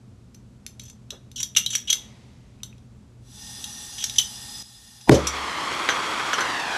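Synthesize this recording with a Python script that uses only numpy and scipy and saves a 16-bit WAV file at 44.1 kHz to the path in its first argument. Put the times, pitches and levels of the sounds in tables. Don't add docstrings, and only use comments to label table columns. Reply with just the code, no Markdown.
import sys
import numpy as np
from scipy import signal
from scipy.fft import rfft, irfft, next_fast_len
from scipy.io import wavfile

SR = 44100
rng = np.random.default_rng(int(sys.argv[2]) if len(sys.argv) > 2 else 0)


def bounce(signal):
    frames = np.transpose(np.atleast_2d(signal))
    limited = np.clip(frames, -1, 1)
    pcm = np.round(limited * 32767).astype(np.int16)
    wavfile.write(sys.argv[1], SR, pcm)


N = 298557
TIME = np.arange(N) / SR

# pitch_hz, relative_level_db
RUMBLE_COLOUR = [(25, -17), (45, -4), (85, -4), (102, -8), (122, -0.5), (150, -13.5), (215, -5), (270, -12),
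                 (310, -20.5), (370, -19), (480, -24.5), (700, -29), (1400, -34.5), (1800, -38.5),
                 (7800, -42.5), (8600, -46), (12000, -51.5)]
# pitch_hz, level_db (before the dip)
MAINS_HUM = [(120, -54)]
# start_s, contact_s, level_db, lower_ring_db (relative to the upper, before trims)
METAL_CLINKS = [(0.345, 0.0033, -51, -23), (0.6648, 0.0006, -37.5, -29), (0.7953, .0024, -41, -1),
                (0.898, 0.0021, -45.5, -14), (1.1047, 0.0011, -36, 4), (1.3155, 0.00082, -52.5, -2),
                (1.401, 0.0055, -28, -5), (1.429, .0027, -23, -8.5), (1.5501, 0.0012, -45, 11.5),
                (1.563, 0.0077, -19.5, 4.5), (1.569, 0.0036, -13, -4), (1.662, 0.00097, -28, 9),
                (1.752, 0.002, -19, -8), (1.8999, 0.0071, -16.5, -1.5), (1.928, 0.003, -17.5, -3),
                (2.633, 0.00058, -36, -1), (2.78, 0.0011, -65, 3.5), (3.641, 0.0018, -32.5, -0.5),
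                (4.0406, 0.0018, -21, -13), (4.097, 0.00041, -36, 3), (4.1588, 0.0027, -36, 1),
                (4.183, 0.0059, -13, 0.5), (5.01, .0015, -49.5, -1), (5.142, 0.011, -27, -5),
                (5.269, 0.0061, -21, -12), (5.887, 0.012, -30, 0), (6.33, 0.0078, -30.5, 3),
                (6.405, .007, -29, -10)]
# pitch_hz, relative_level_db, t60_s
LOWER_METAL_MODES = [(2884, 2.5, 0.009), (3080, 1.5, 0.014), (3413, -1.5, 0.051), (3280, -1, 0.047),
                     (3780, 8, 0.024), (4050, 8, 0.014)]
# pitch_hz, relative_level_db, t60_s
UPPER_METAL_MODES = [(5690, -8.5, 0.044), (5800, -7, 0.03), (6075, -5.5, 0.039), (6160, -18, 0.11),
                     (6100, -3, 0.021), (6566, -10, 0.028), (7260, -11, 0.0082)]
# pitch_hz, relative_level_db, t60_s
SCATTERED_METAL_MODES = [(1880, -10, 0.049), (3690, -5, 0.054), (4380, 3.5, 0.02), (5220, 3, 0.08),
                         (7530, -3.5, 0.026), (9550, -8, .04), (10900, -3.5, 0.041)]
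# pitch_hz, relative_level_db
TICK_COLOUR = [(400, -31), (900, -11), (1900, -3.5), (3000, 5.5), (4700, 1.5), (7500, 2.5), (8600, -1),
               (12000, 4)]
# start_s, length_s, level_db, lower_ring_db (relative, before trims)
METAL_RATTLES = [(0.81, .08, -49, -9), (1.359, .03, -37, 1), (1.703, .05, -29, -3.5),
                 (1.873, .028, -37.5, 7.5), (3.976, .06, -35.5, 1)]
# start_s, level_db, pitch_hz
SMALL_PINGS = [(0.837, -45, 11600), (2.604, -50.5, 2580), (2.728, -43.5, 2560)]
# pitch_hz, relative_level_db
SLEEVE_COLOUR = [(300, -2), (1000, -5), (1500, -13.5), (2000, -4), (2600, -8.5), (4000, -9), (6200, -13.5),
                 (9000, -21.5), (12000, -30)]
# pitch_hz, relative_level_db
HAND_BUMP_COLOUR = [(200, -27), (400, 4), (550, -1.5), (800, -10), (1500, -11), (4000, -38)]
# pitch_hz, width_hz, relative_level_db
TUBE_RESONANCES = [(836, 27, -4), (1840, 36, -4), (2825, 23, -5), (3505, 47, 2), (3970, 23, -2.5),
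                   (5055, 50, 2), (5865, 240, -4.5), (6660, 20, 1.5), (7690, 93, -1), (8640, 130, -11.5)]
# time_s, pitch_hz
JET_PITCH_PATH = [(3.9, 5670), (4.5, 5170), (5.1, 4540)]
# pitch_hz, relative_level_db
JET_COLOUR = [(300, -30), (800, -4), (2300, -10), (3600, 2.5), (6000, -1.5), (7300, -4.5), (8350, -43),
              (9000, 2), (12000, -4.5)]
# pitch_hz, relative_level_db
FLAME_FRONT_COLOUR = [(150, -6), (400, -12), (850, 1), (1400, -27), (3000, -27), (12000, -40)]
# pitch_hz, level_db, t60_s
POP_ROOM_MODES = [(70.6, -22, 0.91), (131.8, -6.5, 0.14), (219, -7, .17), (295, -17, 0.14), (411, -6, 0.13),
                  (497, -27, 0.13), (576, -19.5, 0.3)]
# pitch_hz, relative_level_db
FIREBALL_COLOUR = [(30, -38), (70, -11.5), (140, 2.5), (190, -3.5), (330, 1.5), (540, -1), (700, -11.5),
                   (1200, -20), (3000, -29), (5500, -26), (12000, -44)]
# pitch_hz, relative_level_db
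FLAME_COLOUR = [(50, -21), (100, -15.5), (200, -10.5), (320, -3), (560, -3), (850, -3), (1150, 1.5),
                (1600, -1.5), (2150, -5.5), (2800, -7.5), (3300, -12), (4000, -11), (7900, -20),
                (8600, -23), (12000, -30)]
# time_s, reflection_delay_ms, reflection_strength (0-1)
TORCH_MOVES = [(5.3, 0.88, 0.4), (5.55, 0.99, 0.42), (5.8, .887, 0.38), (6.27, 0.89, .22),
               (6.6, 1.097, 0.67), (6.77, 1.26, 0.54)]
# start_s, level_db, decay_s
BENCH_KNOCKS = [(5.888, -16.5, 0.0064), (5.911, -31.5, 0.023), (6.195, -25.5, 0.0053), (6.33, -21.5, 0.008),
                (6.381, -22.5, 0.0096), (6.405, -25, 0.02)]
# pitch_hz, relative_level_db
KNOCK_COLOUR = [(150, -23), (400, -8.5), (900, -9.5), (1400, 6), (2400, -8.5), (4000, -13.5), (9000, -36)]

POP_S = 5.0957
RUMBLE_DB = -48.5
DIP_S, RUMBLE_DIP_DB, GAS_DIP_DB = 4.626, -8, -9.5

GRIP_DETUNE = 0.01
USUAL_TOUCH_S, USUAL_TOUCH_DB = 0.002, -30
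LEAD_HZ, LEAD_HZ_PER_DOUBLING = 3406, -140
TICK_DB, TICK_DB_PER_DOUBLING, TICK_PER_DB = -4.0, -1.77, -0.1
HARD_HIT_DB = -16.5
SKID_AFTER_S, SKID_S, SKID_DB = 0.0105, 0.0073, -11
TOUCHES_PER_S, TOUCH_S, TOUCH_SCATTER_DB = 46, 0.0078, 0.5

GAS_ON_S, GAS_OPEN_S, GAS_SHUT_DB = 3.191, 0.099, -45.5
GAS_DB = -38.5
GAS_OFF_T60_S = 0.5
SWEEP_HZ, SWEEP_FALL_S, SWEEP_S, SWEEP_DB = 4630, 0.00117, 0.0022, -3.0
FLAME_DB, FLAME_START_DB = -27, -10.5
FLAME_SETTLE_S, FLAME_CATCH_S = 0.21, 0.053


def from_db(db):
    return 10 ** (np.asarray(db) / 20)


def rms_one(x, size=None):
    return x / np.sqrt(np.mean(x[:size] ** 2) + 1e-20)


def in_time(rows):
    s, *columns = np.transpose(rows)
    return [np.interp(TIME, s, column) for column in columns]


def since(s):
    return np.maximum(TIME - s, 0)


def burst(s, attack_s, t60, curve=1):
    swell = np.minimum(since(s) / attack_s, 1) ** curve
    return swell * from_db(-60 * since(s + attack_s) / t60)


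def add(out, s, sound):
    at = int(s * SR)
    out[at:at + len(sound)] += sound[:N - at]


def drift(hz):
    points = rng.standard_normal(int(hz * TIME[-1]) + 2)
    return rms_one(np.interp(TIME * hz, np.arange(len(points)), points))


def colour(x, spectrum):
    size = 2 * next_fast_len(len(x) // 2 + 4096)
    hz, db = np.transpose(spectrum)
    freqs = np.maximum(np.fft.rfftfreq(size, 1 / SR), 1)
    gain = from_db(np.interp(np.log(freqs), np.log(hz), db))
    cepstrum = irfft(np.log(gain))
    cepstrum[1:size // 2] *= 2
    cepstrum[size // 2 + 1:] = 0
    response = np.exp(rfft(cepstrum))
    return irfft(rfft(x, size) * response)[:len(x)]


def noise(spectrum):
    return rms_one(colour(rng.standard_normal(N), spectrum))


def ring(x, hz, t60):
    r, w = from_db(-60 / (t60 * SR)), 2 * np.pi * hz / SR
    return signal.lfilter([0, np.sin(w)], [1, -2 * r * np.cos(w), r * r], x + 1e-18)


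def resonance(x, hz, width):
    r = np.exp(-np.pi * width / SR)
    zeros = np.array([1, 0, -1]) * (1 - r * r) / 2
    poles = [1, -2 * r * np.cos(2 * np.pi * hz / SR), r * r]
    return signal.lfilter(zeros, poles, x)


def background(waver_db=1.5):
    hum = 0
    for hz, db in MAINS_HUM:
        sine = np.sqrt(2) * np.sin(2 * np.pi * hz * TIME)
        hum = hum + from_db(db + waver_db * drift(4.2)) * sine
    return from_db(RUMBLE_DB) * noise(RUMBLE_COLOUR) + hum


def contact(seconds, grain_db=5.5, press=0.2, size=8192):
    unevenness = np.clip(rng.standard_normal(size), -2, 2)
    impacts = rng.standard_normal(size) * from_db(grain_db * unevenness)
    age = TIME[:size] / seconds
    return impacts * (1 - np.exp(-age / press)) * np.exp(-age ** 0.86)


def strike(force, hz, db, t60, scatter_db=3.5):
    detuned_hz = hz * (1 + GRIP_DETUNE * (2 * rng.random() - 1))
    width_hz = np.log(1000) / np.pi / t60
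    tone = resonance(force + 1e-18, detuned_hz, width_hz)
    return from_db(db + scatter_db * rng.standard_normal()) * rms_one(tone, size=441)


def touch(seconds, db, lower_db, favour_hz=330, lower_gain_db=-2.5, upper_gain_db=-1.5, tick_ring_db=-8.0):
    force, doublings = contact(seconds), np.log2(seconds / USUAL_TOUCH_S)
    lead_hz = LEAD_HZ + LEAD_HZ_PER_DOUBLING * doublings
    tick_db = TICK_DB + TICK_DB_PER_DOUBLING * doublings + TICK_PER_DB * (db - USUAL_TOUCH_DB)
    lower = upper = 0
    for k, (hz, mode_db, t60) in enumerate(LOWER_METAL_MODES):
        favour = 1 / (1 + ((hz - lead_hz) / favour_hz) ** 2)
        lower = lower + (-1) ** k * favour * strike(force, hz, mode_db, t60)
    for k, mode in enumerate(UPPER_METAL_MODES):
        upper = upper + (-1) ** k * strike(force, *mode)
    scattered = sum(strike(force, *mode) for mode in SCATTERED_METAL_MODES)
    parts = [(upper, upper_gain_db), (lower, lower_db + lower_gain_db),
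             (colour(force, TICK_COLOUR), tick_db), (scattered, tick_db + tick_ring_db)]
    return sum(from_db(db + part_db) * rms_one(part, size=441) for part, part_db in parts)


def clinks():
    out = np.zeros(N)
    for s, seconds, db, lower_db in METAL_CLINKS:
        add(out, s, touch(seconds, db, lower_db))
        if db > HARD_HIT_DB:
            skid = rms_one(colour(contact(SKID_S), TICK_COLOUR), size=441)
            add(out, s + SKID_AFTER_S, from_db(db + SKID_DB) * skid)
    return out


def rattles(unevenness=0.098, count=6):
    out = np.zeros(N)
    for start, length, db, lower_db in METAL_RATTLES:
        for k, (late, loud, long) in enumerate(rng.standard_normal((count, 3))):
            after = (k + unevenness * late) / TOUCHES_PER_S
            if after < length:
                sound = touch(TOUCH_S * 2 ** (long / 2), db + TOUCH_SCATTER_DB * loud, lower_db)
                add(out, start + after, sound)
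    return out


def pings(t60=0.022, size=4096):
    out = np.zeros(N)
    for s, db, hz in SMALL_PINGS:
        add(out, s, from_db(db) * ring(signal.unit_impulse(size), hz, t60))
    return out


def hand(sleeve_db=-53.0, bump_db=-45.5):
    bump = burst(1.11, attack_s=0.024, t60=0.2) * noise(HAND_BUMP_COLOUR)
    sleeve = burst(1.87, attack_s=0.11, t60=2.44) * noise(SLEEVE_COLOUR)
    return from_db(sleeve_db) * sleeve + from_db(bump_db) * bump


def gas(tube_db=-3.5, jet_db=-4.5, wander_db=1.5, wander_hz=12.0, lock_db=7.0, lock_width_hz=450):
    flow, jet_hz = rng.standard_normal(N), in_time(JET_PITCH_PATH)[0]
    tube = 0
    for hz, width, db in TUBE_RESONANCES:
        lock = lock_db * np.exp(-((hz - jet_hz) / lock_width_hz) ** 2)
        level_db = db + lock + wander_db * drift(wander_hz)
        tube = tube + from_db(level_db) * resonance(flow, hz, width)
    hiss = rms_one(from_db(tube_db) * rms_one(tube) + from_db(jet_db) * noise(JET_COLOUR))
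    opening_db = GAS_SHUT_DB * np.exp(-since(GAS_ON_S) / GAS_OPEN_S)
    dying_db = -60 * since(POP_S) / GAS_OFF_T60_S
    return (TIME > GAS_ON_S) * from_db(GAS_DB + opening_db + dying_db) * hiss


def pop(blast_hz=320, blast_width_hz=110, blast_db=10.5, crack_db=-7.5, crack_lead=0.00158,
        crack_s=0.0008, build_s=0.01):
    kick, crack = np.zeros(N), np.zeros(N)
    add(kick, POP_S, np.ones(1))
    snap_colour = [(300, 2.5), (1500, 3.5), (3500, 1.0), (6000, -10), (12000, -17)]
    snap = colour(contact(crack_s), snap_colour)
    t = TIME[TIME < SWEEP_S]
    phase = 2 * np.pi * np.cumsum(SWEEP_HZ * np.exp(-t / SWEEP_FALL_S)) / SR
    sweep = np.sin(phase) * np.sin(np.pi * t / SWEEP_S)
    add(crack, POP_S - crack_lead, from_db(crack_db) * rms_one(snap, size=80))
    add(crack, POP_S - crack_lead, from_db(SWEEP_DB) * sweep)
    swing = ring(kick, blast_hz, np.log(1000) / np.pi / blast_width_hz)
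    blast = from_db(blast_db) * signal.sosfilt(signal.butter(1, 110, "high", fs=SR, output="sos"), swing)
    build = 1 - np.exp(-since(POP_S) / build_s)
    room = 0
    for k, (hz, db, t60) in enumerate(POP_ROOM_MODES):
        room = room + (-1) ** k * from_db(db) * ring(kick, hz, t60)
    return crack + blast + build * room


def ignition(flash_db=-15.5, flash_s=0.03, fireball_db=-9.5, fireball_after_s=0.0093):
    flash = burst(POP_S - flash_s, attack_s=flash_s, t60=0.035, curve=2.2) * noise(FLAME_FRONT_COLOUR)
    fireball = burst(POP_S + fireball_after_s, attack_s=0.016, t60=0.29) * noise(FIREBALL_COLOUR)
    return from_db(flash_db) * flash + pop() + from_db(fireball_db) * fireball


def flame(flutter_db=0.7, flutter_hz=60, reflect_cut_hz=7000, second_bounce=0.43,
          nozzle_hz=3300, nozzle_width_hz=260, nozzle_db=0.0):
    delay_ms, reflection = in_time(TORCH_MOVES)
    rush = noise(FLAME_COLOUR) * from_db(flutter_db * drift(flutter_hz))
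    rush = rush + from_db(nozzle_db) * resonance(rush, nozzle_hz, nozzle_width_hz)
    dull = signal.sosfiltfilt(signal.butter(1, reflect_cut_hz, fs=SR, output="sos"), rush)
    first = reflection * np.interp(TIME - delay_ms / 1000, TIME, dull)
    second = reflection ** 2 * np.interp(TIME - 2 * delay_ms / 1000, TIME, dull)
    combed = rms_one((rush + first + second_bounce * second) / np.sqrt(1 + reflection ** 2))
    catch = np.minimum(since(POP_S) / FLAME_CATCH_S, 1)
    level_db = FLAME_DB + FLAME_START_DB * np.exp(-since(POP_S) / FLAME_SETTLE_S)
    return catch * from_db(level_db) * combed


def knocks():
    out = np.zeros(N)
    for s, db, seconds in BENCH_KNOCKS:
        thud = rms_one(colour(contact(seconds), KNOCK_COLOUR), size=441)
        add(out, s, from_db(db) * thud)
    return out


def workshop(x, early_db=-8.0, early_t60=0.17, late_db=-15.5, late_t60=0.38, first_s=0.0034, size=26000):
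    t = TIME[:size]
    early, late = rng.standard_normal((2, size)) * (t > first_s)
    early = early * from_db(-60 * t / early_t60)
    late = colour(late * from_db(-60 * t / late_t60), [(1000, -3.5), (6000, -10), (12000, -11.5)])
    response = (from_db(early_db) * rms_one(early) + from_db(late_db) * rms_one(late)) / np.sqrt(size)
    return x + signal.fftconvolve(x, response)[:N]


def scene():
    handling = workshop(clinks() + rattles() + pings() + knocks()) + hand()
    dipped = TIME > DIP_S
    steady = background() * from_db(RUMBLE_DIP_DB * dipped) + gas() * from_db(GAS_DIP_DB * dipped)
    return (handling + steady + ignition() + flame())[None]


def record(dry, low_cut_hz=42, overload=0.88, top_cut_hz=12200):
    thin = signal.sosfilt(signal.butter(2, low_cut_hz, "high", fs=SR, output="sos"), dry)
    clipped = thin / (1 + (thin / overload) ** 8) ** (1 / 8)
    top_cut = signal.ellip(10, 0.2, 70, top_cut_hz, fs=SR, output="sos")
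    return signal.sosfilt(top_cut, clipped)


dry = scene()
out = record(dry)
bounce(out)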